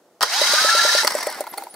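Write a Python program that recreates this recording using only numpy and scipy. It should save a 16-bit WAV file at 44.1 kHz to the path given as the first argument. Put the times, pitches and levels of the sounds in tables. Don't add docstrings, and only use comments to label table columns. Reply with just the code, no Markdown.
import sys
import numpy as np
from scipy import signal
from scipy.fft import rfft, irfft, next_fast_len
from scipy.io import wavfile
from scipy.ndimage import uniform_filter1d, minimum_filter1d

SR = 44100
rng = np.random.default_rng(int(sys.argv[2]) if len(sys.argv) > 2 else 0)


def bounce(signal):
    frames = np.transpose(np.atleast_2d(signal))
    limited = np.clip(frames, -1, 1)
    pcm = np.round(limited * 32767).astype(np.int16)
    wavfile.write(sys.argv[1], SR, pcm)


N = 77175
T = np.arange(N) / SR

# frequency in Hz, likeness (1 is the same).
STEREO_LIKENESS = [(40, 0.35), (150, 1), (700, 0.97), (1300, 0.98), (2200, 0.36), (4500, 0.25),
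                   (9000, 0.22), (15000, 0.06)]

# frequency in Hz, relative strength in dB.
AIR_SPECTRUM = [(25, -48), (75, -34), (289, -14), (631, -13.5), (2490, -33.5), (5430, -32.5), (15500, -39)]
JET_SPECTRUM = [(1500, -28), (8000, 6), (15500, -7)]
SIGH_SPECTRUM = [(100, -46), (330, -4.5), (520, -8.5), (800, 5), (980, -17), (1300, -9), (3000, -20)]
CHAIN_SPECTRUM = [(100, -39), (250, -1), (600, -0.5), (950, 1), (1700, 3), (2000, 2.5), (2500, -6),
                  (3600, -7.5), (4600, 0), (5550, -5), (6800, -9), (9600, -2), (11000, -8), (15500, -12)]
RATTLE_SPECTRUM = [(59, -56), (100, -38), (438, -16.5), (697, -9), (1110, -9.5), (1370, -5.5), (1730, -0.5),
                   (2370, -9.5), (3540, -8), (3930, 2.5), (4280, -4), (4560, 2), (6390, -12.5),
                   (7100, -13.5), (9740, -16), (15500, -22.5)]

# time in seconds, level in dB.
SIGH_LEVELS = [(1.3, -60), (1.39, -35), (1.45, -47.5), (1.505, -47), (1.56, -43), (1.6, -37.5),
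               (1.655, -44.5), (1.68, -44.5), (1.715, -53.5)]
CHAIN_LEVELS = [(1.02, -25.5), (1.05, -25), (1.12, -27.5), (1.2, -26), (1.31, -30), (1.39, -35.5),
                (1.43, -40.5), (1.5, -48), (1.54, -36.5), (1.565, -83), (1.6, -54), (1.66, -70),
                (1.72, -69), (1.75, -45)]
RATTLE_LEVELS = [(.205, -78), (.215, -14), (.25, -20), (.275, -22.5), (.305, -19), (.335, -16.5), (.6, -17),
                 (.8, -19), (1.015, -18), (1.036, -31), (1.07, -57), (1.1, -58.5)]
WHINE_LEVELS = [(.3, -48), (.33, -33), (.41, -30), (.47, -38), (.52, -31), (.61, -29), (.66, -22),
                (.78, -21.5), (.87, -27), (1.02, -27), (1.05, -70)]

# centre in Hz, width in Hz, boost in dB.
CHAIN_CASE = [(934, 190, 8.5), (2040, 145, 8), (5620, 570, 9), (7550, 150, -3), (8020, 510, 7)]
STARTER_HOUSING = [(926, 260, 6), (1428, 34, 9.5), (2167, 35, 6.5), (3210, 210, 6.5), (3900, 34, 7.5),
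                   (3986, 39, 3), (4440, 390, 1), (5263, 154, 7.5), (5480, 66, 7), (6056, 185, 11.5),
                   (6564, 210, 12.5), (8080, 540, 5), (9630, 1200, 5)]
GEAR_COVER = [(2050, 270, 13)]

# start in seconds, level of the low ring in dB, of the high ring in dB.
GEAR_KNOCKS = [(1.236, -30, -36), (1.293, -23.5, -48), (1.44, -31, -37.5), (1.468, -26, -37),
               (1.474, -25.5, -35), (1.538, -25.5, -36), (1.622, -27, -39.5), (1.6683, -29, -51)]
VALVE_CLICKS = [(1.268, -23, -25.5), (1.3002, -33, -27.5), (1.407, -23, -26), (1.576, -31, -27.5),
                (1.58, -22, -25), (1.637, -34, -32.5), (1.741, -37, -35.5)]
DRIVE_CLUNKS = [(.2085, -18.5, -21.5), (.216, -16, -23), (.2275, -25, -12), (.2308, -4.5, -6.5),
                (.24, -20, -27), (1.0716, -17, -16), (1.0756, -13.5, -8.5), (1.104, -32, -27)]
# pitch in Hz, relative level in dB, seconds to fade 60 dB.
CRANKCASE_MODES = [(790, 0.5, 0.013), (958, 0, 0.031), (1407, -15, 0.034), (2160, -11, 0.0067),
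                   (4380, -10, 0.0054)]
CYLINDER_HEAD_MODES = [(493, -1.5, 0.019), (788, 1.5, 0.031), (1420, -11.5, 0.021), (2080, -5.5, 0.012),
                       (4390, -4.5, 0.012), (9480, -2.5, 0.0067), (13700, -15, 0.011)]
DRIVE_MODES = [(528, -3, 0.0095), (815, -3.5, 0.029), (995, -1.5, 0.019), (1196, 4, 0.012),
               (1434, 2.5, 0.012), (1900, -1.5, 0.024), (3180, 4, 0.0057), (4500, 1.5, 0.0096),
               (5340, 3.5, 0.011), (6850, 4.5, 0.0013), (9800, -3.5, 0.011)]

# middle in seconds, length in seconds, top pitch in Hz, level in dB.
SQUEAKS = [(.347, .04, 12400, -41), (1.505, .046, 12250, -41), (1.719, .066, 10450, -48)]
# middle in seconds, level in dB.
PISTON_THUDS = [(0.501, -40), (0.616, -41.5), (0.821, -43), (1.02, -51.5), (1.12, -40), (1.23, -42),
                (1.364, -44), (1.523, -44.5), (1.74, -48.5)]
# start in seconds, level in dB.
PISTON_PUFFS = [(0.4138, -11.5), (0.534, -14.5), (0.6454, -14), (.748, -15), (.849, -13), (0.9484, -12.5),
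                (1.0449, -13), (1.1492, -12), (1.2684, -14.5), (1.405, -17.5)]

# time in seconds, gear teeth meeting per second.
TOOTH_RATE = [(.24, 330.7), (.32, 660.8), (.368, 828.2), (.422, 987.6), (.514, 1163), (.622, 1275),
              (.694, 1336), (.8, 1362), (.918, 1391), (1.03, 1395)]
# multiple of the tooth rate, level in dB before any boost.
WHINE_OVERTONES = [(2, -41), (3, -38), (4, -37)]
# middle in seconds, level in dB.
DRIVE_BINDS = [(0.587, -16), (0.695, -21), (.798, -21.5), (0.895, -17), (.993, -16.5)]

FLUTTER_HZ, OVERTONE_FLUTTER_DB, JITTER_TURNS = 70, 4.5, .13


def amp(db):
    return 10 ** (np.asarray(db) / 20)


def unit(x):
    return x / np.sqrt(np.mean(x ** 2) + 1e-20)


def level(points):
    return amp(np.interp(T, *np.transpose(points), left=-120))


def over_hz(points, hz):
    row_hz, value = np.transpose(points)
    return np.interp(np.log(hz + 1), np.log(row_hz + 1), value)


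def boost(resonances, hz):
    return sum(db / (1 + (2 * (hz - centre) / width) ** 2) for centre, width, db in resonances)


def low_cut(x, hz):
    return signal.lfilter(*signal.butter(2, hz, "high", fs=SR), x)


def add(mix, start, sound):
    part = mix[:, round(start * SR):][:, :sound.shape[-1]]
    part += sound[..., :part.shape[1]]


def wander(rate_hz=FLUTTER_HZ):
    hz = np.fft.rfftfreq(N, 1 / SR)
    return unit(irfft(rfft(rng.standard_normal(N)) / (1 + (hz / rate_hz) ** 2) ** 2, N))


def tone(turns, spread):
    return np.sqrt(2) * np.sin(2 * np.pi * turns + np.array([[.5], [-.5]]) * spread)


def noise(envelope, spectrum, resonances=()):
    size = 2 * next_fast_len(N)
    hz = np.fft.rfftfreq(size, 1 / SR)
    log_gain = np.log(unit(amp(over_hz(spectrum, hz) + boost(resonances, hz))))
    mirrored = np.r_[log_gain, log_gain[-2:0:-1]]
    colour = np.exp(np.conj(signal.hilbert(mirrored)))[:len(hz)]
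    mid, side = rfft(rng.standard_normal((2, N)) * envelope, size)
    likeness = over_hz(STEREO_LIKENESS, hz)
    mid *= np.sqrt((1 + likeness) / 2)
    side *= np.sqrt((1 - likeness) / 2)
    return irfft(np.array([mid + side, mid - side]) * colour, size)[:, :N]


def tooth_hits(turns, decay_s, spread_db):
    strength = amp(spread_db * np.clip(rng.standard_normal(N), -2, 2))
    hits = np.diff(np.floor(turns), prepend=0) * strength
    return unit(signal.lfilter([1], [1, -np.exp(-1 / (decay_s * SR))], hits))


def metal_hits(rows, body_modes, chatter_s, crack=2.7, split_hz=2600, span_s=.0027):
    out, t = np.zeros((2, N)), T[:SR // 12]
    hz, mode_db, fade_s = np.transpose(body_modes)[:, :, None]
    signs = (-1) ** np.arange(len(hz))[:, None]
    modes = signs * amp(mode_db - 60 * t / fade_s) * np.sin(2 * np.pi * hz * t)
    low_ring = (modes * (hz <= split_hz)).sum(0)
    high_ring = (modes * (hz > split_hz)).sum(0)
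    high_ring[:2] += crack * np.array([1, -1])
    first_touch = 6 * np.outer([1, 0], t == 0)
    for start, low_db, high_db in rows:
        for ring, db, width in ((low_ring, low_db, .091), (high_ring, high_db, .44)):
            force = first_touch + rng.standard_normal((2, len(t))) * np.exp(-t / chatter_s)
            mid, side = signal.fftconvolve(force, ring[None], axes=1)[:, :len(t)]
            hit = unit(mid) + np.array([[width], [-width]]) * unit(side)
            add(out, start, amp(db) * np.sqrt(span_s / t[-1]) * hit)
    return low_cut(out, hz=260)


def outdoor_air():
    return noise(amp(-58), AIR_SPECTRUM)


def yard_echo(sound, echo_db=-14.5, fade_s=.18, split_hz=1200):
    t = T[:SR // 3]
    tail = rng.standard_normal((2, len(t))) * amp(-60 * t / fade_s) * (t > .004)
    lows = signal.lfilter(*signal.butter(2, split_hz, fs=SR), tail[0])
    tail = lows + low_cut(tail, split_hz)
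    return amp(echo_db) * signal.fftconvolve(sound, tail / np.linalg.norm(tail[0]), axes=1)[:, :N]


def port_sigh():
    return noise(level(SIGH_LEVELS), SIGH_SPECTRUM)


def squeaks(sag=.33, waver=.0099, flutter_db=4):
    out = np.zeros((2, N))
    for middle, length, top_hz, db in SQUEAKS:
        offset = np.clip(2 * (T - middle) / length, -1, 1)
        hz = top_hz * (1 - sag * offset ** 2 + waver * wander(rate_hz=1700))
        swell = amp(db + flutter_db * wander(rate_hz=180)) * (1 - offset ** 2)
        out += swell * tone(np.cumsum(hz) / SR, spread=.4)
    return out


def gear_knocks():
    return metal_hits(GEAR_KNOCKS, CRANKCASE_MODES, chatter_s=.003, crack=.93)


def valve_clicks():
    return metal_hits(VALVE_CLICKS, CYLINDER_HEAD_MODES, chatter_s=.005)


def chain(coast_start_s=1.04, top_hz=438, slowing_hz_per_s=480, whirr_share=.35):
    link_hz = np.clip(top_hz - slowing_hz_per_s * (T - coast_start_s), top_hz / 10, top_hz)
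    turns, whirr = np.cumsum(link_hz) / SR, 0
    for multiple in range(2, 20):
        hz = multiple * link_hz
        db = over_hz(CHAIN_SPECTRUM, hz) + boost(CHAIN_CASE, hz) + OVERTONE_FLUTTER_DB * wander()
        whirr += amp(db) * tone(multiple * turns + JITTER_TURNS * wander(rate_hz=190), spread=.55)
    loudness = level(CHAIN_LEVELS)
    rattle = noise(loudness * tooth_hits(turns, decay_s=.0047, spread_db=10), CHAIN_SPECTRUM, CHAIN_CASE)
    return np.sqrt(1 - whirr_share) * rattle + np.sqrt(whirr_share) * loudness * unit(whirr)


def piston_thuds(hz=225, width_s=.005):
    out = np.zeros(N)
    for middle, db in PISTON_THUDS:
        t = T - middle
        out += amp(db) * np.exp(-(t / width_s) ** 2) * np.sin(2 * np.pi * (hz * t + rng.random()))
    return out


def piston_puffs(start_hz=391, end_hz=610.4, glide_s=.0018, rise_s=.0031, decay_s=.0063, jet_db=-10.5):
    out, jet, t = np.zeros((2, N)), np.zeros((1, N)), T[:SR // 10]
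    hz = end_hz + (start_hz - end_hz) * np.exp(-t / glide_s)
    rise = np.sin(np.pi / 2 * np.minimum(t / rise_s, 1)) ** 2
    shape = rise * np.exp(-np.maximum(t - rise_s, 0) / decay_s)
    puff = low_cut(shape * np.sin(2 * np.pi * np.cumsum(hz) / SR), hz=140)
    for start, db in PISTON_PUFFS:
        add(out, start, amp(db) * puff)
        add(jet, start, amp(db + jet_db) * shape ** 2)
    return out + noise(jet, JET_SPECTRUM)


def drive_clunks():
    return metal_hits(DRIVE_CLUNKS, DRIVE_MODES, chatter_s=.0026)


def binding_gear(tooth_hz, effort, width_s=.0081, sag_hz_per_s=1600, rest_db=-36, flutter_db=3):
    swell, sag_hz = effort * amp(rest_db), 0
    for middle, db in DRIVE_BINDS:
        t = T - middle
        swell += amp(db) * np.exp(-(t / width_s) ** 2)
        sag_hz += sag_hz_per_s * t * np.exp(-(t / (2 * width_s)) ** 2)
    swell *= amp(flutter_db * wander())
    hz = 1.275 * tooth_hz - sag_hz + 36.4 * wander(rate_hz=178)
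    return swell * tone(np.cumsum(hz) / SR, spread=.43)


def starter(speed_wobble=.006, rattle_flutter_db=1.06, whine_flutter_db=1.8):
    tooth_hz = np.interp(T, *np.transpose(TOOTH_RATE)) * (1 + speed_wobble * wander(rate_hz=59.5))
    turns = np.cumsum(tooth_hz) / SR
    loudness = level(RATTLE_LEVELS)
    hits = tooth_hits(turns, decay_s=.00069, spread_db=0) * unit(amp(rattle_flutter_db * wander()))
    rattle = noise(loudness * hits, RATTLE_SPECTRUM, STARTER_HOUSING)
    whine = level(WHINE_LEVELS) * amp(whine_flutter_db * wander()) * tone(turns, spread=.41)
    effort = loudness / loudness.max()
    for multiple, db in WHINE_OVERTONES:
        hz = multiple * tooth_hz
        flare_db = boost(STARTER_HOUSING, hz) + boost(GEAR_COVER, hz) + OVERTONE_FLUTTER_DB * wander()
        overtone = tone(multiple * turns + JITTER_TURNS * wander(rate_hz=260), spread=.49)
        whine += effort * amp(db + flare_db) * overtone
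    return rattle + whine + binding_gear(tooth_hz, effort)


def scene():
    engine = starter() + chain() + piston_thuds() + piston_puffs()
    engine += drive_clunks() + valve_clicks() + gear_knocks() + squeaks() + port_sigh()
    return engine + yard_echo(engine) + outdoor_air()


def record(dry):
    window = round(.003 * SR)
    needed_gain = 1 / np.maximum(abs(dry).max(0), 1)
    gain = uniform_filter1d(minimum_filter1d(needed_gain, window), window)
    treble_cut = signal.firwin(511, cutoff=15750, window=("kaiser", 9), fs=SR)
    return signal.oaconvolve(dry * gain, treble_cut[None], "same")


dry = scene()
out = record(dry)
bounce(out)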